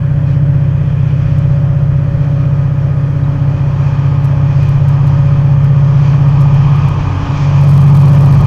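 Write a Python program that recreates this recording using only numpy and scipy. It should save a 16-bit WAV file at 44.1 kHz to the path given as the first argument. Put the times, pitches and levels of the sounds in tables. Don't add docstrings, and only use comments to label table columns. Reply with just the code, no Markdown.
import sys
import numpy as np
from scipy import signal
from scipy.fft import next_fast_len
from scipy.io import wavfile
from scipy.ndimage import uniform_filter1d

SR = 44100
rng = np.random.default_rng(int(sys.argv[2]) if len(sys.argv) > 2 else 0)


def level_to_linear(level):
    exponent = np.asarray(level, float) / 20
    return 10 ** exponent


def store_wav(level_fs):
    pcm = np.round(np.clip(np.atleast_2d(level_fs), -1, 1) * 32767)
    wavfile.write(sys.argv[1], SR, pcm.T.astype(np.int16))


N = 373086


def evened(x):
    return x / np.sqrt(np.mean(x ** 2) + 1e-20)


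def curve(rows):
    t_s, value = np.array(rows, float)[:, :2].T
    return np.interp(np.arange(N) / SR, t_s, value)


def bumps(rows):
    t = np.arange(0, N + 256, 256) / SR
    total_db = 0 * t
    for middle_s, half_s, db in rows:
        total_db = total_db + db * np.exp(-((t - middle_s) / half_s) ** 2)
    return np.interp(np.arange(N) / SR, t, total_db)


def bumps_of(rows, item):
    return bumps([row[1:] for row in rows if round(row[0]) == item])


def nearer(share):
    # t/s, level/dB
    near = [(0, -40), (1.2, -38), (2, -38.5), (3.2, -36), (3.9, -32.5), (4.6, -33.5), (5.1, -31),
            (5.6, -33.5), (6.3, -29.5), (7, -27), (7.4, -28), (7.7, -29), (8.1, -26.5), (8.46, -26.5)]
    far_db = -40
    return share * (curve(near) - far_db)


def drift(top_hz, low_hz=0.99):
    t = np.arange(N // 256 + 2) * 256 / SR
    hz = np.geomspace(low_hz, top_hz, num=24)[:, None]
    slow = (np.sin(2 * np.pi * (hz * t + rng.random(hz.shape))) / np.sqrt(hz)).sum(0)
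    return np.interp(np.arange(N) / SR, t, evened(slow))


def noise(points, patchy_db, size=1024):
    frames, hz = 4 * N // size + 5, np.fft.rfftfreq(size, 1 / SR)
    a, b, patches = rng.standard_normal((frames, len(hz), 3)).T
    patches = uniform_filter1d(patches, size=10, axis=0)
    patches = evened(uniform_filter1d(patches, size=12, axis=1))
    f, db = np.transpose(points)
    colour_db = np.interp(np.log(hz + 1), np.log(f + 1), db, left=-120, right=-120)
    z = (a + 1j * b) * level_to_linear(colour_db[:, None] + patchy_db * patches)
    return evened(signal.istft(z, nperseg=size, noverlap=3 * size // 4)[1][:N])


def tone(phase, db, flutter_db, wobble_rad, top_hz):
    level = np.sqrt(2) * level_to_linear(db + flutter_db * drift(top_hz))
    return level * np.cos(phase + wobble_rad * drift(top_hz))


def exhaust():
    # t/s, speed/rpm
    crank = [(0, 943.6), (1, 944.42), (3, 944.11), (5, 944.52), (6, 942.42), (7.4, 944.42), (8.46, 938.93)]
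    # order, start level/dB, gain/(dB/s), wall echo level/dB
    strong = [(6, -18.5, 0.5949, -36), (7, -27.5, 0.95, -44.5), (8, -17, 0.32, -39),
              (9, -13.5, 0.8762, -36), (10, -18, 0.39, -40.5)]
    # order, level/dB at the start, at 7 s, from 7.8 s on (changing over 7.4-7.8 s)
    weak = [(1, -35.5, -38.5, -41.5), (2, -35.5, -36.5, -37.5), (3, -30, -31.5, -28.5),
            (4, -33, -41, -31.5), (5, -44, -38.5, -40.5), (11, -32, -33, -26), (12, -41, -39, -27.5),
            (13, -48, -43.5, -34.5), (14, -52, -48.5, -37.5), (15, -45.5, -43.5, -40),
            (16, -48, -44.5, -47), (17, -46, -40, -42), (19, -56, -46.5, -45.5), (20, -53, -44.5, -40.5),
            (23, -46, -43, -36.5), (25, -47.5, -45.5, -47), (27, -52.5, -42, -42), (31, -51.5, -47.5, -49)]
    # order, middle/s, half width/s, level/dB
    fades = [(6, 3.4, 1.7, -3.5), (6, 6.2, 0.67, -6.5), (6, 1.3, 0.16, 2.5), (7, 7.2, .45, -11.5),
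             (6, 7.35, .12, -8.5), (8, 3.4, 0.66, -3.5), (8, 6.1, 0.45, 0.5), (8, 7.3, .3, -13),
             (9, 3.37, 1.2, -3), (9, 1, 0.28, -2.5), (9, 7.95, .3, 2.5), (9, 2.1, .15, -2), (6, 8.7, .5, 2),
             (8, 8.3, 0.17, 4), (10, 7.9, 0.18, 2), (9, 0.46, 0.19, 2), (9, 7.146, 0.28, -15),
             (9, 8.5, 0.11, -4), (10, 3.98, 1.6, -7.5), (10, 7.3, .35, -12)]
    # order, middle/s, half width/s, level/dB
    fronts = [(6, 4.8, 0.57, 8), (6, 4.7, .6, 2), (8, 3.5, .6, 4), (8, 6.3, 0.77, 7), (9, 2, 0.34, 11),
              (9, 4, 0.95, 12), (9, 6.6, 0.97, 13.5), (10, 6.8, .4, 9.5), (10, 5.2, .3, 6.5)]
    # t/s, loss/(crank turns/s)
    wall = [(0, .093), (1.6, .2715), (2.5, .3655), (3.3, .6086), (4, .5064), (4.6, .7236), (5.6, .72),
            (6.6, .7655), (7.4, .741), (8.46, .82)]
    start_turn, exhaust_lag_rad, bank_lag_rad = .167, 4.2, 1.15
    silencer_lag_rad = 2.3
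    angle = 2 * np.pi * (np.cumsum(curve(crank)) / (60 * SR) + start_turn)
    lost = 2 * np.pi * np.cumsum(curve(wall)) / SR

    def phase(k):
        return k * angle - exhaust_lag_rad - bank_lag_rad * (k % 2) - silencer_lag_rad * max(k - 10, 0)

    out = np.zeros(N)
    for order, start_db, gain_db, echo_db in strong:
        k = round(order)
        db = start_db + gain_db * np.arange(N) / SR + bumps_of(fades, k)
        caught_db = echo_db + bumps_of(fronts, k)
        out += tone(phase(k), db, flutter_db=.3, wobble_rad=.08, top_hz=8)
        out += tone(phase(k) - k * lost - np.pi, caught_db, flutter_db=1.5, wobble_rad=.2, top_hz=3)
    for order, start_db, mid_db, near_db in weak:
        db = curve([(0, start_db), (7, mid_db), (7.4, mid_db), (7.8, near_db)])
        out += tone(phase(round(order)), db, flutter_db=1.5, wobble_rad=.3, top_hz=6)
    return out


def whine():
    # far level/dB, share of the nearness
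    lines = [(-37, 0.075), (-37.5, 0.058), (-54.5, 1.1), (-53, 1.1)]
    # line, middle/s, half width/s, level/dB
    carries = [(0, 2.6, .2, 5), (0, .7, .2, 3), (0, 1.25, .2, -3), (0, 3.4, .3, 4), (0, 5.6, .9, -4),
               (0, 6.9, .15, -4), (0, 7.2, .25, 5), (1, 1, .2, -4), (1, 1.55, .2, 3), (1, 2.2, .3, 4),
               (1, 5.6, .4, 3), (1, 7, .35, -9), (1, 8.45, .15, -5), (1, 8.15, .12, 5), (2, 4.4, .2, 7),
               (2, 2.8, .4, 2), (2, 3.7, .4, 3), (2, 8.3, .3, -3), (2, 5.6, .4, -4), (2, 7.6, .15, -4),
               (3, 2.4, .5, 4), (3, 4, .3, 3), (3, 7.9, .3, -6), (3, .3, .8, -7), (3, 7, .2, -5),
               (3, 3, .4, 3)]
    hum_hz, mesh_hz = 282.25, 1243.3
    beat_s, beat_low_s, beat_depth = 0.97, 1.81, 0.46
    seconds = np.cumsum(curve([(0, 1), (5.5, 1), (8.46, .998)])) / SR
    beat = abs(1 - beat_depth * np.exp(2j * np.pi * (np.arange(N) / SR - beat_low_s) / beat_s))
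    out = np.zeros(N)
    for c, hz in enumerate((hum_hz, 2 * hum_hz, 3 * hum_hz, mesh_hz)):
        far_db, share = lines[c]
        db = far_db + nearer(share) + bumps_of(carries, c)
        line = tone(2 * np.pi * hz * seconds, db, flutter_db=1.2, wobble_rad=.28, top_hz=15)
        out += line * (beat if c == 0 else 1)
    return out + tone(4 * np.pi * mesh_hz * seconds, db - 17, flutter_db=2.5, wobble_rad=.9, top_hz=15)


def roar():
    # f/Hz, level/dB
    low_colour = [(170, -35.5), (200, 2.5), (300, 0), (400, -5), (500, -1), (600, -1), (750, -7.5),
                  (1000, -23)]
    high_colour = [(550, -29.5), (750, -0.5), (950, 3), (1150, 2), (1260, 0), (1320, -19), (1700, -18.5),
                   (2000, -34)]
    low_db = -34.5 + nearer(0.29) + bumps([(1.9, .6, 1), (8.2, .5, 4.1)])
    high_db = -42.0 + nearer(1.13)
    low = level_to_linear(low_db) * noise(low_colour, patchy_db=-0.7, size=2048)
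    return low + level_to_linear(high_db) * noise(high_colour, patchy_db=0.5)


def wheels():
    # f/Hz, level/dB
    roll_colour = [(760, -28.5), (1300, -5), (1320, -2.5), (1420, -3.5), (1830, -4.5), (2150, -13.5),
                   (2800, -44), (4730, -120)]
    ring_colour = [(1260, -36), (2150, -7), (2450, 2), (2530, -1), (2730, -8.5), (3160, -4.5),
                   (3550, -14.5), (3800, -24.5), (4940, -44.5), (8360, -120)]
    hiss_colour = [(2180, -35), (3700, -3.5), (4430, -1), (5740, -3.5), (6440, -5), (8000, -20.5),
                   (10400, -42.5), (17600, -120)]
    # middle/s, half width/s, level/dB
    swells = [(.3, 0.07, 4), (1.3, .3, 3), (2.3, .25, 2), (3.9, 0.14, 1.5), (4.62, 0.13, 4), (5.1, .2, 0),
              (6.05, .1, 4), (7.45, 0.24, 4.5)]
    # middle/s, half width/s, level/dB
    ringing = [(1, 0.39, 2.5), (3.1, 0.5, -1), (6.75, 0.14, 2), (7.35, .25, 0.5), (8.3, 0.25, -1.5)]
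    swell_db, gust_db = .5 * drift(30, low_hz=4), bumps(swells)
    roll_db = -42.0 + nearer(0.35) + 0.19 * gust_db + swell_db
    ring_db = -48.5 + nearer(0.79) + .75 * gust_db + bumps(ringing) + swell_db
    hiss_db = -58.0 + nearer(0.92) + 1.2 * gust_db + swell_db
    roll = level_to_linear(roll_db) * noise(roll_colour, patchy_db=0.0)
    ring = level_to_linear(ring_db) * noise(ring_colour, patchy_db=0.5)
    return roll + ring + level_to_linear(hiss_db) * noise(hiss_colour, patchy_db=1.0)


def shore():
    # f/Hz, level/dB
    rumble_colour = [(12, -11), (22, -6), (33, -8), (45, -5), (60, -7), (75, -9), (110, -10), (140, -7),
                     (165, -13), (200, -28)]
    # middle/s, half width/s, level/dB
    gusts = [(.8, 0.46, 2), (2.14, 0.22, 3.5), (5.5, 0.54, 4.5), (6.9, .9, 5.5), (8.5, .15, 5)]
    # t/s, f/Hz, level/dB, length/s
    one_drip = (3.242, 3850, -46, .007)
    drip_s, hz, db, long_s = one_drip
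    t = np.arange(N) / SR - drip_s
    drip = level_to_linear(db) * np.exp(-(t / long_s) ** 2) * np.sin(2 * np.pi * hz * t)
    return level_to_linear(bumps(gusts) - 26) * noise(rumble_colour, patchy_db=2.8, size=8192) + drip


def limited(x, knee_db, firm):
    envelope = abs(signal.hilbert(x, next_fast_len(N))[:N])
    level_db = 20 * np.log10(envelope + 1e-6)
    over_db = np.maximum(uniform_filter1d(level_db, size=120) - knee_db, 0)
    return x * level_to_linear(-np.clip(firm, 0, 1) * uniform_filter1d(over_db, size=60))


def glitches(x, step_db):
    # t/s, crests in a row, level/dB
    early = [(1.3854, 2, -35), (4.2449, 2, -33), (4.256, 1, -33), (4.6303, 2, -35), (4.6897, 2, -33),
             (4.8841, 3, -33), (5.071, 1, -34), (5.0782, 1, -34), (5.643, 2, -35), (6.2866, 1, -35),
             (6.2934, 1, -40), (6.4069, 5, -34), (6.5417, 2, -35), (6.7589, 1, -35), (6.7658, 1, -39),
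             (6.8864, 2, -31)]
    crest_s = .0035
    overload_s, overload_height = 7.61, .5
    turn_s, heavy_share = .0637, .68
    jumps = np.zeros(N + 200)
    for s, run, db in early:
        at = np.round((s + crest_s * np.arange(run)) * SR).astype(int)
        jumps[at] = np.sign(x[at]) * level_to_linear(step_db + db + 31.5)
    smooth = abs(uniform_filter1d(x, size=60))
    crests = signal.find_peaks(smooth, height=overload_height, distance=90)[0]
    luck = rng.random((N // 64 + 1, 5))
    for k in crests[crests > overload_s * SR] - 15:
        size, back, wait, chatter, stray = luck[k // 64]
        heavy = (k / SR - overload_s) / turn_s % 1 < heavy_share
        happens = stray < (.78 if heavy else .15)
        height = np.sign(x[k]) * level_to_linear(step_db - .5 - 7 * size) * happens
        teeth = round(2 + 4 * wait) if chatter < .17 else 1
        jumps[k:k + 10 * teeth:10] += height * .8 ** (teeth > 1)
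        jumps[k + 10 * teeth + round(40 * wait)] -= height * (back < .35)
    return signal.lfilter([1], [1, -.6], jumps)[:N]


def scene():
    return (exhaust() + whine() + roar() + wheels() + shore())[None]


def low_pass(x):
    return signal.sosfilt(signal.butter(12, 15710, fs=SR, output="sos"), x)


def record(dry):
    # f/Hz, level/dB
    pilots = [(11316, -83), (11359, -88), (11402, -86)]
    # f/Hz, level/dB
    self_colour = [(5000, -30), (7000, 0), (8700, 0), (10000, -1), (11500, -1), (13000, -3), (15800, -5.5)]
    pilot = sum(level_to_linear(db) * np.sin(2 * np.pi * hz * np.arange(N) / SR) for hz, db in pilots)
    x = limited(dry[0], knee_db=-1.1, firm=.8)
    x = x + glitches(dry[0], step_db=-19.5)
    x = x + level_to_linear(-66.5) * noise(self_colour, patchy_db=.3) + pilot
    x = x * np.minimum(np.arange(N) / (.004 * SR), 1)
    return low_pass(np.clip(x, -1.02, 1.02)[None])


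dry = scene()
out = record(dry)
store_wav(out)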